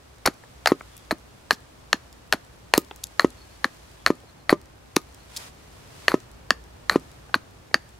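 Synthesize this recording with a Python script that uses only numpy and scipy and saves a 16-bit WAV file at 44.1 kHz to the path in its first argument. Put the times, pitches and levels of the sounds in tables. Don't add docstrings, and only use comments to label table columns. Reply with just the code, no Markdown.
import sys
import numpy as np
from scipy import signal
from scipy.fft import rfft, irfft, next_fast_len
from scipy.io import wavfile
from scipy.ndimage import map_coordinates

SR = 44100
rng = np.random.default_rng(int(sys.argv[2]) if len(sys.argv) > 2 else 0)


def generate_wav(signal):
    frames = np.transpose(np.atleast_2d(signal))
    scaled = np.clip(frames, -1, 1) * 32767
    pcm = np.round(scaled).astype(np.int16)
    wavfile.write(sys.argv[1], SR, pcm)


N = 352359
TOP_HZ = 15850

# time in seconds, strength in dB, extra depth of the low mode in dB,
# hardness in dB, main mode in Hz, clink in Hz.
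BITES = [(0.2559, -9.5, 8, -6, 2010, 4200), (.2738, -4.5, 7.5, -25, 1300, 4400),
         (0.2758, -8, 14, -1, 1500, 4240), (0.6591, -1.5, 8.5, 0, 1620, 4050),
         (0.6724, -0.5, 5, 3, 1740, 4900), (1.1095, -5, 8.5, -8, 1660, 4320),
         (1.5082, 0.5, 0, 2.5, 1680, 4180), (1.9295, 1, 0.5, 3, 1760, 4290),
         (2.3254, -1, 1, 5.5, 1800, 4260), (2.3345, -8, 9.5, -10, 1540, 5200),
         (2.7377, 0.5, -5, 7.5, 1840, 4180), (3.1955, 1.5, -2, -4.5, 1790, 4220),
         (3.6435, 0, -2.5, -9, 1740, 4200), (4.0628, 1.5, -8, 0, 1780, 4270),
         (4.0722, -7, 0, -18, 1480, 4340), (4.4943, 0, 1.5, -12.5, 1850, 4420),
         (4.9654, -15.5, 13.5, 11, 1440, 4300), (6.0818, 0, 0.5, 1, 1850, 4260),
         (6.118, -10.5, -5, -17, 1380, 4040), (6.506, 1, -8.5, 3, 1775, 4440),
         (6.8962, 1, -3, -3.5, 1820, 4160), (7.3428, 1.5, -9, -26, 1493, 4450),
         (7.7429, 2, -18, -1, 1753, 4600)]
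# arrival in seconds,
# tearing level on arrival in dB, thud level in dB.
BLADE_RUNS = [(0.2826, -31.5, -13.5), (.719, -40.5, -1), (1.1248, -32, -15.5), (1.528, -34.5, -27),
              (1.941, -39, -21.5), (2.3425, -32.5, -21), (2.7787, -39, -3), (3.2457, -43, -1),
              (3.6536, -34, -22), (4.1033, -41.5, -3.5), (4.527, -37, 1), (4.967, -37.5, -6),
              (6.1417, -43.5, -2), (6.5136, -47, -23.5), (6.9583, -42, -1.5), (7.3584, -36, -21),
              (7.7528, -35.5, -24.5)]
# frequency in Hz, relative level in dB.
FRACTURE_COLOUR = [(1500, 12.5), (3000, 7), (5200, 3), (6700, 5.5), (8300, -10), (10500, -2.5),
                   (12300, -12.5), (16000, -26.5)]


def amp(db):
    return 10 ** (np.asarray(db) / 20)


def unit(x):
    return x / np.sqrt(np.mean(x ** 2) + 1e-20)


def along(points, hz):
    f, v = np.transpose(points)
    return np.interp(np.log(hz + 1), np.log(f + 1), v)


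def curves(rows):
    s, *cols = np.transpose(rows)
    return [np.interp(np.arange(N) / SR, s, c) for c in cols]


def filtered(x, response):
    m = next_fast_len(N + SR // 2)
    spectrum = rfft(x, m) * response(np.fft.rfftfreq(m, 1 / SR))
    return irfft(spectrum, m)[..., :N]


def coloured(x, spectrum):
    return unit(filtered(x, lambda hz: amp(along(spectrum, hz))))


def without_bass(x, hz, order):
    return signal.sosfilt(signal.butter(order, hz, "highpass", fs=SR, output="sos"), x)


def add(track, s, sound):
    start = max(0, round(s * SR))
    part = track[start:start + len(sound)]
    part += sound[:len(part)]


def ring(t, hz, t60):
    return np.sin(2 * np.pi * hz * t) * amp(-60 * t / t60)


def struck(t, hz, t60, rise_cycles=2.5):
    return ring(t, hz, t60) * (1 - np.exp(-t * hz / rise_cycles))


def chops(lowest_hz=400):
    out = np.zeros(N)
    fracture = coloured(rng.standard_normal(N), FRACTURE_COLOUR)
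    for s, *blow in BITES + catches():
        add(out, s, bite(fracture[round(s * SR):][:SR // 6], *blow))
    return without_bass(out, lowest_hz, order=4)


def bite(fracture, db, depth_db, hard_db, hz, steel_hz,
         main_db=7, main_t60=0.0085, ring_growth=0.12, high_growth=1.0,
         steel_db=-3.0, steel_t60=0.009, steel_growth=1.76, steel_hard_growth=.2,
         crack_db=-11, crack_t60=0.0092, edge_db=-7.5, edge_t60=0.0026, edge_top_hz=5000,
         dust_db=-38, dust_t60=.12):
    # frequency in Hz, level in dB, t60 in seconds.
    stick_modes = [(715, 7.5, 0.006), (1222, 8, 0.0068), (2690, 6, 0.003)]
    t = np.arange(len(fracture)) / SR
    stick = amp(main_db) * struck(t, hz, main_t60 * amp(ring_growth * db))
    extras_db = (depth_db, 0, high_growth * hard_db)
    for (f, level, t60), extra in zip(stick_modes, extras_db):
        stick += amp(level + extra) * struck(t, f, t60)

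    lowpass = signal.butter(4, min(edge_top_hz, TOP_HZ), fs=SR, output="sos")
    contact = signal.sosfilt(lowpass, rng.standard_normal(len(t)))
    click = amp(edge_db - 60 * t / edge_t60) * unit(contact)

    crack = amp(crack_db + hard_db - 60 * t / crack_t60) * fracture
    dust = amp(dust_db - 60 * t / dust_t60) * fracture

    clink_db = steel_db + steel_growth * db + steel_hard_growth * hard_db
    clink = amp(clink_db) * struck(t, steel_hz, steel_t60)
    return amp(db) * (stick + click + crack + dust) + clink


def catches(gap_s=.012, scatter_s=.002, over_tear_db=20, spread_db=5.5, fade_db=7, depth_db=-1, hard_db=-7,
            catch_hz=1550, clink_hz=4300, pitch_spread=0.22, count=4):
    rows = []
    chance = rng.standard_normal((len(BLADE_RUNS), count, 3))
    for (start, length, tear_db), luck in zip(runs(), chance):
        for k, (late, size, shift) in enumerate(luck):
            run = gap_s * (k + .5)
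            if run + gap_s < length:
                s = start + run + scatter_s * late
                db = tear_db + over_tear_db + spread_db * size - fade_db * run / length
                hz = catch_hz * np.exp(pitch_spread * shift)
                rows.append((s, db, depth_db, hard_db, hz, clink_hz))
    return rows


def runs(grip_s=0.0046, swing_s=.2, shortest_s=.002):
    rows = []
    for arrival, tear_db, _ in BLADE_RUNS:
        first = min(s for s, *_ in BITES if s > arrival - swing_s)
        travel = max(arrival - first, shortest_s)
        length = max(travel - grip_s, travel / 2)
        rows.append((arrival - length, length, tear_db))
    return rows


def tears(snaps_per_s=7000, bundles_per_s=300, bundle_db=6, fade_db=12, release_s=.0031, cut_splinter_db=-6):
    # start in seconds, length in seconds, closing level in dB.
    shaving_snaps = [(.259, .008, -32.5), (0.675, 0.0038, -26.5), (1.525, 0.024, -45),
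                     (2.7768, 0.0025, -36), (3.036, 0.0049, -37.5), (4.962, 0.0033, -34.5),
                     (4.9652, .001, -12), (5.365, 0.011, -38.5)]
    # frequency in Hz, relative level in dB.
    wood_colour = [(150, -5), (450, 0.5), (1100, 0.5), (1900, -3.5), (2400, -3), (4000, -82.5), (9000, -77)]
    splinter_colour = [(1500, -53), (3300, -10), (4300, 14.5), (5400, -7.5), (8000, -4.5), (12000, -1.5),
                       (16000, -18)]
    shaving_colour = [(1500, -27), (3000, 0.5), (5000, 8), (7000, 1.5), (9000, -8), (12000, -3),
                      (16000, -16.5)]

    knots = np.arange(N) * bundles_per_s / SR
    bundles = np.tanh(map_coordinates(rng.standard_normal(N), [knots], order=1))
    snaps = (rng.random(N) < snaps_per_s / SR) * np.sign(rng.standard_normal(N))
    fibres = snaps * amp(bundle_db * bundles)
    t = np.arange(SR // 8) / SR

    def stroke(length):
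        return amp(fade_db * (1 - t / length)) * np.exp(-np.maximum(t - length, 0) / release_s)

    running, breaking = np.zeros(N), np.zeros(N)
    for start, length, db in runs():
        add(running, start, amp(db) * stroke(length))
    for start, length, db in shaving_snaps:
        add(breaking, start, amp(db) * stroke(length))
    torn = coloured(fibres, wood_colour) + amp(cut_splinter_db) * coloured(fibres, splinter_colour)
    return running * torn + breaking * coloured(fibres, shaving_colour)


def thuds(full_hz=340, hz_per_db=4.0, full_swell_s=0.0013, swell_growth=0.12,
          knock_db=-6, knock_hz=1060, knock_t60=0.0074, grit_db=-28, grit_t60=0.046, lowest_hz=125):
    # central frequency in Hz, central level in dB, t60 in seconds.
    block_modes = [(158.7, -32, 0.12), (257, -36, 0.23), (335, -21, 0.079), (388.6, -35.5, 0.14),
                   (583, -32, 0.089), (1050, -33.5, 0.064), (1233, -27.5, 0.087), (1864, -19.5, 0.017)]
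    out, t = np.zeros(N), np.arange(SR // 4) / SR
    grit = coloured(rng.standard_normal(N), FRACTURE_COLOUR)
    chance = rng.standard_normal((len(BLADE_RUNS), 2, len(block_modes)))
    for (s, _, db), (sizes, shifts) in zip(BLADE_RUNS, chance):
        hz = full_hz + hz_per_db * db
        swell = full_swell_s * amp(-swell_growth * db)
        push = -t / swell * np.exp(1 - t / swell) * np.sin(2 * np.pi * hz * t)
        hollow = np.zeros(len(t))
        for (f, level, t60), a, b in zip(block_modes, sizes, shifts):
            hollow += amp(level + 2 * a) * ring(t, f * (1 + 0.0284 * b), t60)
        knock = amp(knock_db) * struck(t, knock_hz, knock_t60, rise_cycles=0.39)
        crush = amp(grit_db - 60 * t / grit_t60) * np.roll(grit, -round(s * SR))[:len(t)]
        add(out, s, amp(db) * (push + hollow + knock + crush))
    return without_bass(out, lowest_hz, order=2)


def chips(cycles=10, spread=0.423, count=28, rise_cycles=0.62):
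    # time in seconds, peak level in dB, central pitch in Hz.
    chip_ticks = [(.437, -36.5, 780), (0.809, -26.5, 950), (.9672, -33, 8100), (.978, -34, 8000),
                  (2.128, -36, 7200), (2.778, -4, 9900), (2.911, -27, 1040), (2.961, -30, 7460),
                  (3.04, -13, 7900), (3.0696, -30, 6000), (3.304, -34, 5900), (4.234, -40.5, 280),
                  (5.146, -35, 7170), (5.364, -19.5, 6500), (5.369, -21.5, 6400), (5.377, -25, 7400),
                  (7.294, -40, 747), (7.712, -36, 740)]
    out, t = np.zeros(N), np.arange(SR // 32) / SR
    ticks = chip_ticks + crumbs()
    for (s, db, hz), luck in zip(ticks, rng.standard_normal((len(ticks), 2, count))):
        tick = np.zeros(len(t))
        for a, b in luck.T:
            mode_hz = min(hz * np.exp(spread * b), TOP_HZ)
            tick += np.sign(a) * struck(t, mode_hz, 0.0057 + cycles / hz, rise_cycles)
        add(out, s, amp(db) * tick / np.abs(tick).max())
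    return out


def crumbs(count=2, flight_s=0.081, flight_spread=0.66, crumb_db=-41, growth=0.29, spread_db=3, crumb_hz=6500):
    rows = []
    chance = rng.standard_normal((len(BLADE_RUNS), count, 2))
    for (s, _, thud_db), luck in zip(BLADE_RUNS, chance):
        for late, size in luck:
            landing = s + flight_s * np.exp(flight_spread * late)
            rows.append((landing, crumb_db + growth * thud_db + spread_db * size, crumb_hz))
    return rows


def sleeve(grain=0.56):
    # time in seconds, level in dB.
    rubs = [(0, -58.5), (.95, -54), (1.2, -57), (2.7, -57.5), (3.25, -54), (3.9, -54), (4.6, -61),
            (5.28, -54.5), (5.39, -41.5), (5.48, -45.5), (5.51, -56), (5.88, -53), (6.04, -48), (6.3, -58),
            (6.7, -58.5), (7.0, -54.5), (7.45, -58.5), (7.99, -57.5)]
    # frequency in Hz, relative level in dB.
    cloth_colour = [(150, -12), (600, 5.5), (2000, 3.5), (5000, 1), (9000, -3), (13000, -9), (16000, -15)]
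    slips = rng.standard_normal((2, N)) * np.exp(grain * rng.standard_normal(N))
    return amp(curves(rubs)[0]) * coloured(slips, cloth_colour)


def echoes(x, decay, delay):
    out, t = np.zeros(N), np.arange(SR // 2) / SR
    for start in range(0, N, SR // 3):
        hz, frames, z = signal.stft(rng.standard_normal(len(t)), SR, nperseg=128)
        fade = amp(-60 * frames / along(decay, hz)[:, None])
        tail = signal.istft(z * fade, SR, nperseg=128)[1]
        reflected = signal.fftconvolve(x[start:start + SR // 3], tail / np.linalg.norm(tail))
        add(out, start / SR + delay, reflected)
    return out


def placed(x):
    # frequency in Hz, left minus right in dB.
    balance = [(300, -0.4), (700, .6), (1400, 2), (2500, 3), (4500, 0.4), (9000, 2), (14000, 4)]
    # frequency in Hz, side minus mid in dB.
    side_level = [(300, -26), (1500, -18.5), (4500, -20.5), (9000, -12), (14000, -6)]
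    side = filtered(x, lambda hz: 1j * amp(along(side_level, hz)))
    halves = np.array([[.5], [-.5]])
    return filtered(np.array([x + side, x - side]), lambda hz: amp(along(balance, hz) * halves))


def bird(blur_hz=130):
    # start in seconds, length in seconds, pitch in Hz, level before the swell in dB.
    far_whistles = [(0.841, 0.26, 3420, -64), (3.356, .1, 4370, -57.5), (3.492, .08, 4400, -61),
                    (3.972, 0.076, 3350, -63), (4.249, .08, 4180, -65), (4.382, 0.065, 4200, -65),
                    (5.168, .08, 4200, -63)]
    out = np.zeros(N)
    lowpass = signal.butter(2, blur_hz, fs=SR, output="sos")
    for s, length, hz, db in far_whistles:
        t = np.arange(round(length * SR)) / SR
        smear = signal.sosfilt(lowpass, rng.standard_normal(SR // 2))[:len(t)]
        whistle = unit(smear * np.sin(2 * np.pi * hz * t))
        add(out, s, amp(db) * whistle * np.sin(np.pi * t / length))
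    return out


def air(rumble_db=2, hiss_db=3.5, rumble_side_db=-19):
    # time in seconds, rumble in dB, hiss in dB.
    air_level = [(0.0, -58.5, -58.5), (0.62, -55, -57), (5.34, -55.5, -57), (5.9, -53, -55),
                 (7.37, -52.5, -55.5), (7.99, -55, -58.5)]
    # frequency in Hz, relative level in dB.
    rumble_colour = [(15, -20), (30, -19), (44, -19), (54, 0.5), (66, -3), (80, -8.5), (115, -6),
                     (170, -14.5), (300, -28.5), (800, -69)]
    hiss_colour = [(60, -29), (150, 0.5), (300, 2), (1000, -3.5), (2000, -11.5), (4500, -20),
                   (10000, -31.5), (16000, -30.5)]
    rumble_level, hiss_level = curves(air_level)
    mid, side = coloured(rng.standard_normal((2, N)), rumble_colour)
    rumble = mid + amp(rumble_side_db) * np.array([side, -side])
    hiss = coloured(rng.standard_normal((2, N)), hiss_colour)
    return amp(rumble_level + rumble_db) * rumble + amp(hiss_level + hiss_db) * hiss


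def scene(near_db=-20, near_wide_db=-26, far_db=-33, block_echo_db=-7):
    # frequency in Hz, t60 in seconds.
    near_decay = [(200, 0.16), (1500, 0.083), (5000, 0.075), (14000, 0.1)]
    far_decay = [(200, 0.47), (1500, 0.6), (4500, 0.41), (12000, 0.62)]
    cutting, block = chops() + tears() + chips(), thuds()
    sent = cutting + amp(block_echo_db) * block
    ground = amp(near_db) * echoes(sent, near_decay, delay=0.0041)
    around = []
    for ear in range(2):
        near = amp(near_wide_db) * echoes(sent, near_decay, delay=.012)
        far = amp(far_db) * echoes(sent, far_decay, delay=0.015)
        around.append(near + far)
    return placed(cutting + block + ground + bird()) + np.array(around) + sleeve() + air()


def record(dry, ceiling=1.2):
    rounded = dry / (1 + np.abs(dry / ceiling) ** 12) ** (1 / 12)
    return filtered(rounded, lambda hz: 1 / (1 + (hz / TOP_HZ) ** 160))


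dry = scene()
out = record(dry)
generate_wav(out)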